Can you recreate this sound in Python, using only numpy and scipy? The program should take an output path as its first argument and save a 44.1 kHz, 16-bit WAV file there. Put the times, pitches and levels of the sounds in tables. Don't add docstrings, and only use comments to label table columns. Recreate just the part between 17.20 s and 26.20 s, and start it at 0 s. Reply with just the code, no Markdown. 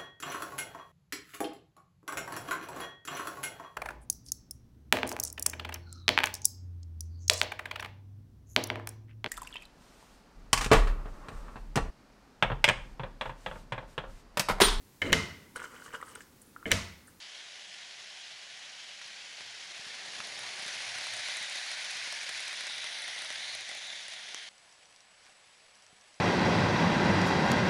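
import sys
import numpy as np
from scipy import signal
from scipy.io import wavfile

SR = 44100
rng = np.random.default_rng(int(sys.argv[2]) if len(sys.argv) > 2 else 0)


def magnitude_from_level(level_db):
    exponent = np.asarray(level_db, float) / 20
    return 10 ** exponent


def unload_wav(signal):
    wavfile.write(
        sys.argv[1],
        SR,
        np.round(np.clip(np.atleast_2d(signal).T, -1, 1) * 32767).astype(np.int16),
    )


N = 396900
STEP = 32
CHANGE_S = 7.2895
NEAR_DB = -40

# t/s, level/dB
NEARNESS = [(0, -48.5), (2.0, -47.5), (2.24, -46.5), (2.5, -46), (2.95, -43.5), (3.4, -41.5), (3.6, -40),
            (3.73, -40.5), (3.87, -39.5), (3.97, -40), (4.07, -39.5), (4.5, -40), (4.88, -39.5),
            (5.1, -40.5), (6.1, -41), (6.3, -42), (6.5, -43), (7.28, -46)]
# f/Hz, level/dB, time to fade by 60 dB/s
TICK_MODES = [(9600, 0, .004), (8200, -3, .003), (10700, -8, .002), (6200, -4, .005)]
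# f/Hz, level/dB, time to fade by 60 dB/s
WHEEL_MODES = [(1940, -2, 0.02), (2500, -3, 0.0084), (3500, 4, 0.0048), (4740, 4, 0.0045),
               (5760, 11.5, 0.011)]
# t/s, tick peak level/dB, wheel ring level/dB
LEADING_AXLES = [(2.2072, -46, -34.5), (3.003, -40, -30.5), (3.3957, -40, -35), (3.4222, -34, -38),
                 (3.6212, -37, -34), (3.7843, -35, -33), (3.8117, -41, -30.5), (3.909, -42, -45),
                 (3.936, -32, -33), (4.1696, -29, -35), (4.2971, -32, -39), (4.3251, -38, -38),
                 (4.4633, -38, -36), (4.7092, -34, -37), (4.8733, -37.5, -31.5), (5.032, -34, -34),
                 (5.2799, -34, -33.5), (5.4081, -32, -30.5), (5.4365, -39, -34), (5.581, -37.5, -36.5),
                 (5.7262, -40, -38.5), (5.8202, -33, -40), (5.902, -45, -45), (5.9614, -39, -37),
                 (5.9898, -41, -32.5), (6.1255, -36, -36), (6.35, -35, -33), (6.4906, -35, -32.5),
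                 (6.5136, -39, -32), (6.8818, -38, -34.5)]
# t/s, tick peak level/dB, wheel ring level/dB
TRAILING_AXLES = [(2.2626, -49, -44), (3.0714, -37, -34.5), (3.464, -36, -39), (3.4805, -36, -31.5),
                  (3.6774, -44, -42), (3.8412, -38, -34), (3.8681, -39, -32), (3.9669, -41, -34),
                  (3.9933, -36.5, -36), (4.2276, -34, -42), (4.357, -33, -29.5), (4.3849, -38, -32.5),
                  (4.5156, -35, -33), (4.7701, -37, -37), (4.9248, -29, -32), (5.0923, -34, -31),
                  (5.3296, -35, -34), (5.4685, -36, -31.5), (5.4974, -40, -35.5), (5.6423, -37, -33.5),
                  (5.7862, -41, -35), (5.8795, -37.5, -36), (6.0202, -35.5, -34), (6.0477, -38, -39),
                  (6.1823, -37, -37), (6.4087, -36, -36), (6.5495, -36, -36), (6.572, -37, -36),
                  (6.9359, -37, -38)]
# t/s, tick peak level/dB, wheel ring level/dB
LONE_AXLES = [(1.8146, -51, -41), (2.039, -52, -50), (2.6708, -44, -39.5), (3.1914, -37, -41),
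              (3.6049, -43, -37), (4.0854, -36, -33), (5.0654, -45, -40), (5.1761, -42, -43),
              (5.2041, -35, -38), (5.3698, -41.5, -39), (5.7149, -41.5, -42), (6.1035, -43, -30),
              (6.1587, -41.5, -42), (6.6712, -41, -51)]


def rms_one(x):
    return x / np.sqrt(np.mean(x ** 2) + 1e-20)


def in_time(rows, step=1):
    s, *columns = np.transpose(rows)
    t = np.arange(0, N, step) / SR
    return [np.interp(t, s, column) for column in columns]


def at_hz(points, hz):
    table_hz, table_db = np.transpose(points)
    return np.interp(np.log(hz), np.log(table_hz), table_db)


def filtered(x, order, hz, kind):
    return signal.sosfilt(signal.butter(order, hz, kind, fs=SR, output="sos"), x)


def drift(rate):
    r = np.exp(-2 * np.pi * rate * STEP / SR)
    noise = rng.standard_normal(N // STEP + 2001)
    return rms_one(signal.lfilter([1], [1, -2 * r, r * r], noise)[2000:])


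def sung(hz, width):
    r = np.exp(-np.pi * width / SR)
    w = 2 * np.pi * hz / SR
    return rms_one(signal.lfilter([1, 0, -1], [1, -2 * r * np.cos(w), r * r], rng.standard_normal(N)))


def strike(times, peak_db, modes, scatter_db, scrape_s):
    at = (np.asarray(times) * SR).astype(int)
    out = np.zeros(N)
    luck = rng.standard_normal((len(at), len(modes)))
    n = np.arange(128)
    fade = np.exp(-n / (scrape_s * SR))
    crunch = rng.choice([-1, 1], (len(at), 128)) * fade / np.sqrt(np.sum(fade ** 2))
    for k, (hz, level_db, t60) in enumerate(modes):
        r = magnitude_from_level(-60 / (t60 * SR))
        w = 2 * np.pi * hz / SR
        share = np.maximum(abs(crunch @ np.exp(-1j * w * n)), 0.5)
        strength = magnitude_from_level(peak_db + level_db + scatter_db * luck[:, k]) / share
        force = np.full(N, 1e-18)
        np.add.at(force, at[:, None] + n, strength[:, None] * crunch)
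        out += signal.lfilter([0, np.sin(w)], [1, -2 * r * np.cos(w), r * r], force)
    return out


def zone_levels(step):
    # level beside the train/dB, share of the roar's swing,
    # level added by the engine/dB, level far away/dB
    zones = [
        (-71, 0.2, 8, -78),
        (-54, 0.99, 3, -68),
        (-43, 1.24, 0, -65.7),
        (-41, 1, 0.7, -63),
        (-55, 1.24, 1, -71),
    ]
    engine_s, comes_s, goes_s = 3.06, 0.45, 0.67
    far_swell_s, far_swell_length_s, far_swell_db = 8.06, 0.078, 1
    t = np.arange(0, N, step) / SR
    engine = np.exp(-((t - engine_s) / np.where(t < engine_s, comes_s, goes_s)) ** 2)
    beside_db, share, engine_db, far_db = np.transpose(zones)[:, :, None]
    near = beside_db + share * (in_time(NEARNESS, step)[0] - NEAR_DB) + engine_db * engine
    far = far_db + far_swell_db * np.exp(-((t - far_swell_s) / far_swell_length_s) ** 2)
    return np.where(t >= CHANGE_S, far, near)


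def camera():
    frame_hz, lines_per_frame = 14.985, 525
    whine_db, low_noise_db = -73.8, -85
    frames = frame_hz * np.arange(N) / SR
    after = np.arange(N) >= CHANGE_S * SR
    field = np.tanh(7 * np.sin(2 * np.pi * (frames - np.where(after, 0.125, 0.175))))
    level = magnitude_from_level(whine_db + 2 * field - 1.5 * ~after) * np.sqrt(2)
    line = 2 * np.pi * lines_per_frame * frames
    whine = level * (np.cos(1.1) * np.sin(line) + np.sin(1.1) * field * np.cos(line))
    low_noise = filtered(rng.standard_normal(N), 1, 70, "low")
    return whine + magnitude_from_level(low_noise_db) * rms_one(low_noise)


def board_hum():
    # f/Hz, width/Hz, level beside the train/dB
    resonances = [(199, 10, -74), (569, 42, -66.5), (745, 72, -64)]
    # t/s, length/s, level/dB
    motor_swells = [(2.281, .1, -73), (3.17, 0.13, -69), (3.72, .08, -69), (3.93, .1, -67), (4.8, .08, -75),
                    (5.2, .15, -73), (5.6, .08, -78), (6.2, 0.42, -75.5)]
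    rumble_db = zone_levels(1)[0]
    t = np.arange(N) / SR
    hum = sum(magnitude_from_level(level_db) * sung(hz, width) for hz, width, level_db in resonances)
    swell = sum(magnitude_from_level(db) * np.exp(-((t - s) / length) ** 2) for s, length, db in motor_swells)
    drone = swell * magnitude_from_level(-1.0) * sung(112.4, 5.4)
    return hum * magnitude_from_level(rumble_db - rumble_db.max()) + drone


def far_joints():
    # t/s, peak level/dB
    crossings = [(7.3807, -56), (7.5258, -55), (7.656, -58), (7.7618, -52.5), (7.8057, -56), (8.0501, -57),
                 (8.5545, -58), (8.5874, -62), (8.6233, -59), (8.6653, -56), (8.8114, -56), (8.9426, -56)]
    s, db = np.transpose(crossings)
    far = strike(s, db - 4, WHEEL_MODES[3:] + TICK_MODES[3:], scatter_db=1.5, scrape_s=0.0002)
    return filtered(far, 2, 2500, "high")


def board_knocks():
    # f/Hz, level/dB, time to fade by 60 dB/s
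    board_modes = [(127, -16, .07), (192, -2.5, 0.034), (272, -5, 0.024), (404, -7.5, 0.056),
                   (609, 11, 0.046), (750, 11.5, 0.04)]
    # t/s, peak level/dB
    heavy_axles = [(2.205, -52.5), (2.595, -48), (2.666, -48), (2.825, -51), (2.998, -48), (3.064, -59),
                   (3.221, -53), (3.392, -49), (3.461, -43), (3.542, -60), (3.619, -64), (3.759, -50),
                   (4.211, -50), (4.364, -64), (4.754, -52), (5.026, -55), (5.087, -61.5), (5.575, -54),
                   (6.343, -60), (6.474, -65), (6.54, -61), (7.137, -60)]
    # t/s, peak level/dB
    far_axles = [(7.591, -61), (7.761, -61), (8.559, -65), (8.728, -53.5)]
    s, _, ring_db = np.transpose(LEADING_AXLES + TRAILING_AXLES + LONE_AXLES)
    knocks = strike(s + 0.0005 + 0.00204, ring_db - 17 - 12, board_modes[3:], scatter_db=2, scrape_s=0.00002)
    s, db = np.transpose(heavy_axles + far_axles)
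    knocks += strike(s, db - 4.5, board_modes[:4], scatter_db=2.0, scrape_s=0.00002)
    return filtered(knocks, 2, 90, "high")


def odd_blows():
    # t/s, peak level/dB
    gap_drop = [
        (7.146, -30),
    ]
    # f/Hz, level/dB, time to fade by 60 dB/s
    drop_modes = [(5850, 6.5, .004), (3030, 3, 0.0038), (1910, -2, 0.0059), (450, -23, 0.0061)]
    # t/s, peak level/dB
    engine_clack = [(2.2075, -46), (3.0035, -35.5), (3.0716, -42)]
    # t/s, peak level/dB
    far_scuff = [(8.051, -60), (8.057, -60), (8.066, -58), (8.072, -60)]
    blows = strike(*np.transpose(gap_drop), drop_modes, scatter_db=1, scrape_s=0.00002)
    blows += strike(*np.transpose(engine_clack), WHEEL_MODES[:2], scatter_db=1, scrape_s=0.0003)
    blows += strike(*np.transpose(far_scuff), WHEEL_MODES[:4], scatter_db=2.5, scrape_s=0.001)
    return filtered(blows, 2, 250, "high")


def rattle():
    count, level_db, spread_db = 500, -51, 2
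    luck = rng.random((count, 2))
    s = luck[:, 0] * (CHANGE_S - 0.02)
    near_db = np.interp(s, *np.transpose(NEARNESS)) - NEAR_DB
    db = level_db - spread_db * np.log(luck[:, 1] + 0.1) + 1.5 * near_db
    return strike(s, db, TICK_MODES[:3], scatter_db=4.5, scrape_s=0.0012)


def wheel_ticks(bounce_s, bounce_db):
    s, tick_db, ring_db = np.transpose(LEADING_AXLES + TRAILING_AXLES + LONE_AXLES)
    hits = strike(s, tick_db - 1, TICK_MODES[:3], scatter_db=1.2, scrape_s=0.0012)
    hits += strike(s, ring_db - 4, WHEEL_MODES[:4], scatter_db=2, scrape_s=0.0004)
    hits = filtered(hits + rattle(), 5, [900, 10600], "band")
    lag = round(bounce_s * SR)
    hits[lag:] += magnitude_from_level(bounce_db) * hits[:-lag].copy()
    return hits


def rolling(judder_db, patchy_db, grit_per_s, grit_db):
    zone_tops_hz = [450, 1300, 2700, 7300]
    # f/Hz, level per Hz/dB
    colour_coming = [(41, -58), (70, -33), (113, -18.5), (146, -27.5), (194, -20.5), (453, -14.5),
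                     (563, -19.5), (1260, -2.5), (1700, 8), (3200, 3), (5510, 3), (7970, -49), (9900, -41),
                     (11000, -44), (12600, -50), (16300, -80), (22000, -120)]
    # f/Hz, level per Hz/dB
    colour_beside = [(41, -60), (70, -42), (113, -25.5), (263, -28.5), (484, -21), (575, -9), (747, -7.5),
                     (1150, -11.5), (1980, -5.5), (2750, -6), (4060, -5.5), (7800, -12.5), (9690, -11),
                     (10800, -20), (12600, -36), (16300, -76), (22000, -120)]
    # f/Hz, level per Hz/dB
    colour_leaving = [(180, -55), (300, -25), (510, -14), (578, -9), (743, -5), (1080, -10.5), (2080, 4.5),
                      (2630, -4), (3660, -1), (5160, -7), (5940, -7), (7620, -29), (9790, -15),
                      (11800, -62), (12600, -46), (16300, -78), (22000, -120)]
    # f/Hz, level per Hz/dB
    colour_distant = [(70, -3.5), (250, -6.5), (700, 0), (1250, -1.5), (2300, 0), (3700, -5), (5000, -4.5),
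                      (7000, -11), (9500, -11), (10500, -13), (11500, -26), (12500, -39)]
    # t/s, share beside 0-1, share leaving 0-1
    place = [(2.6, 0.9, 0.04), (3.5, 0.64, 0.38), (4.0, 0.79, 0.26), (4.8, 0.83, 0.15), (5.2, 0.85, .05),
             (5.8, 0.16, 0.95), (6.6, 0.55, 0.7), (7.2, 0.6, 0.4)]
    # t/s, centre f/Hz, lift level/dB
    hollow = [(0, 3130, 4), (2.4, 3100, 2.5), (3.3, 3640, -1.5), (3.75, 3770, 0), (4.1, 3900, 4.5),
              (4.9, 3900, -1.5), (5.5, 3700, 4), (6.15, 3540, 0.5), (6.32, 4170, 10.5), (6.37, 3800, 0),
              (6.68, 3640, 6.5), (6.9, 3380, 2.5), (7.28, 3200, 4.5)]
    after = np.arange(0, N, STEP) >= CHANGE_S * SR
    zone_db = zone_levels(STEP)
    beside, leaving = np.clip(in_time(place, STEP), 0, 1)
    hollow_hz, lift_db = in_time(hollow, STEP)
    speck = rng.random(N) < grit_per_s / SR
    grit = speck * magnitude_from_level(grit_db + 1.1 * np.minimum(rng.exponential(1, N), 4))
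    rough = rng.standard_normal((2, N)) + grit * rng.choice([-1, 1], N)
    judder = judder_db * (drift(70) + 0.27 * drift(30))
    low_edges = 70 * 2 ** np.arange(0, 4.2, 0.25)
    edges = np.append(low_edges, 1300 * 2 ** np.arange(0.12, 3.4, 0.125))
    sound, power = np.zeros((5, N)), np.zeros((5, len(after)))
    for k, (low, high) in enumerate(zip(edges, edges[1:])):
        hz = np.sqrt(low * high)
        coming_db = at_hz(colour_coming, hz)
        leaving_db = at_hz(colour_leaving if hz > 450 else colour_coming, hz)
        near_db = coming_db + beside * (at_hz(colour_beside, hz) - coming_db)
        near_db = near_db + leaving * (leaving_db - coming_db)
        hollow_db = lift_db * ~after * np.exp(-(np.log(hz / hollow_hz) / 0.097) ** 2)
        gain = magnitude_from_level(np.where(after, at_hz(colour_distant, hz), near_db)) * np.sqrt(high - low)
        band = rms_one(filtered(rough[k % 2], 2, [low, high], "band"))
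        zone = np.searchsorted(zone_tops_hz, hz)
        moving = gain * magnitude_from_level(hollow_db + judder + patchy_db * drift(12))
        sound[zone] += band * np.repeat(moving, STEP)[:N]
        power[zone] += gain ** 2
    zone_gain = np.repeat(magnitude_from_level(zone_db) / np.sqrt(power), STEP, axis=1)[:, :N]
    return np.sum(sound * zone_gain, axis=0)


def scene():
    blows = far_joints() + board_knocks() + odd_blows() + wheel_ticks(bounce_s=0.003, bounce_db=-9)
    train = rolling(judder_db=0.83, patchy_db=0.98, grit_per_s=220, grit_db=7.5)
    return (camera() + board_hum() + blows + train)[None]


def top_cut(x):
    return signal.sosfilt(signal.butter(12, 12720, fs=SR, output="sos"), x)


def record(dry):
    mix = signal.sosfilt(signal.cheby2(7, 40, 13250, fs=SR, output="sos"), dry)
    return top_cut(mix)


dry = scene()
out = record(dry)
unload_wav(out)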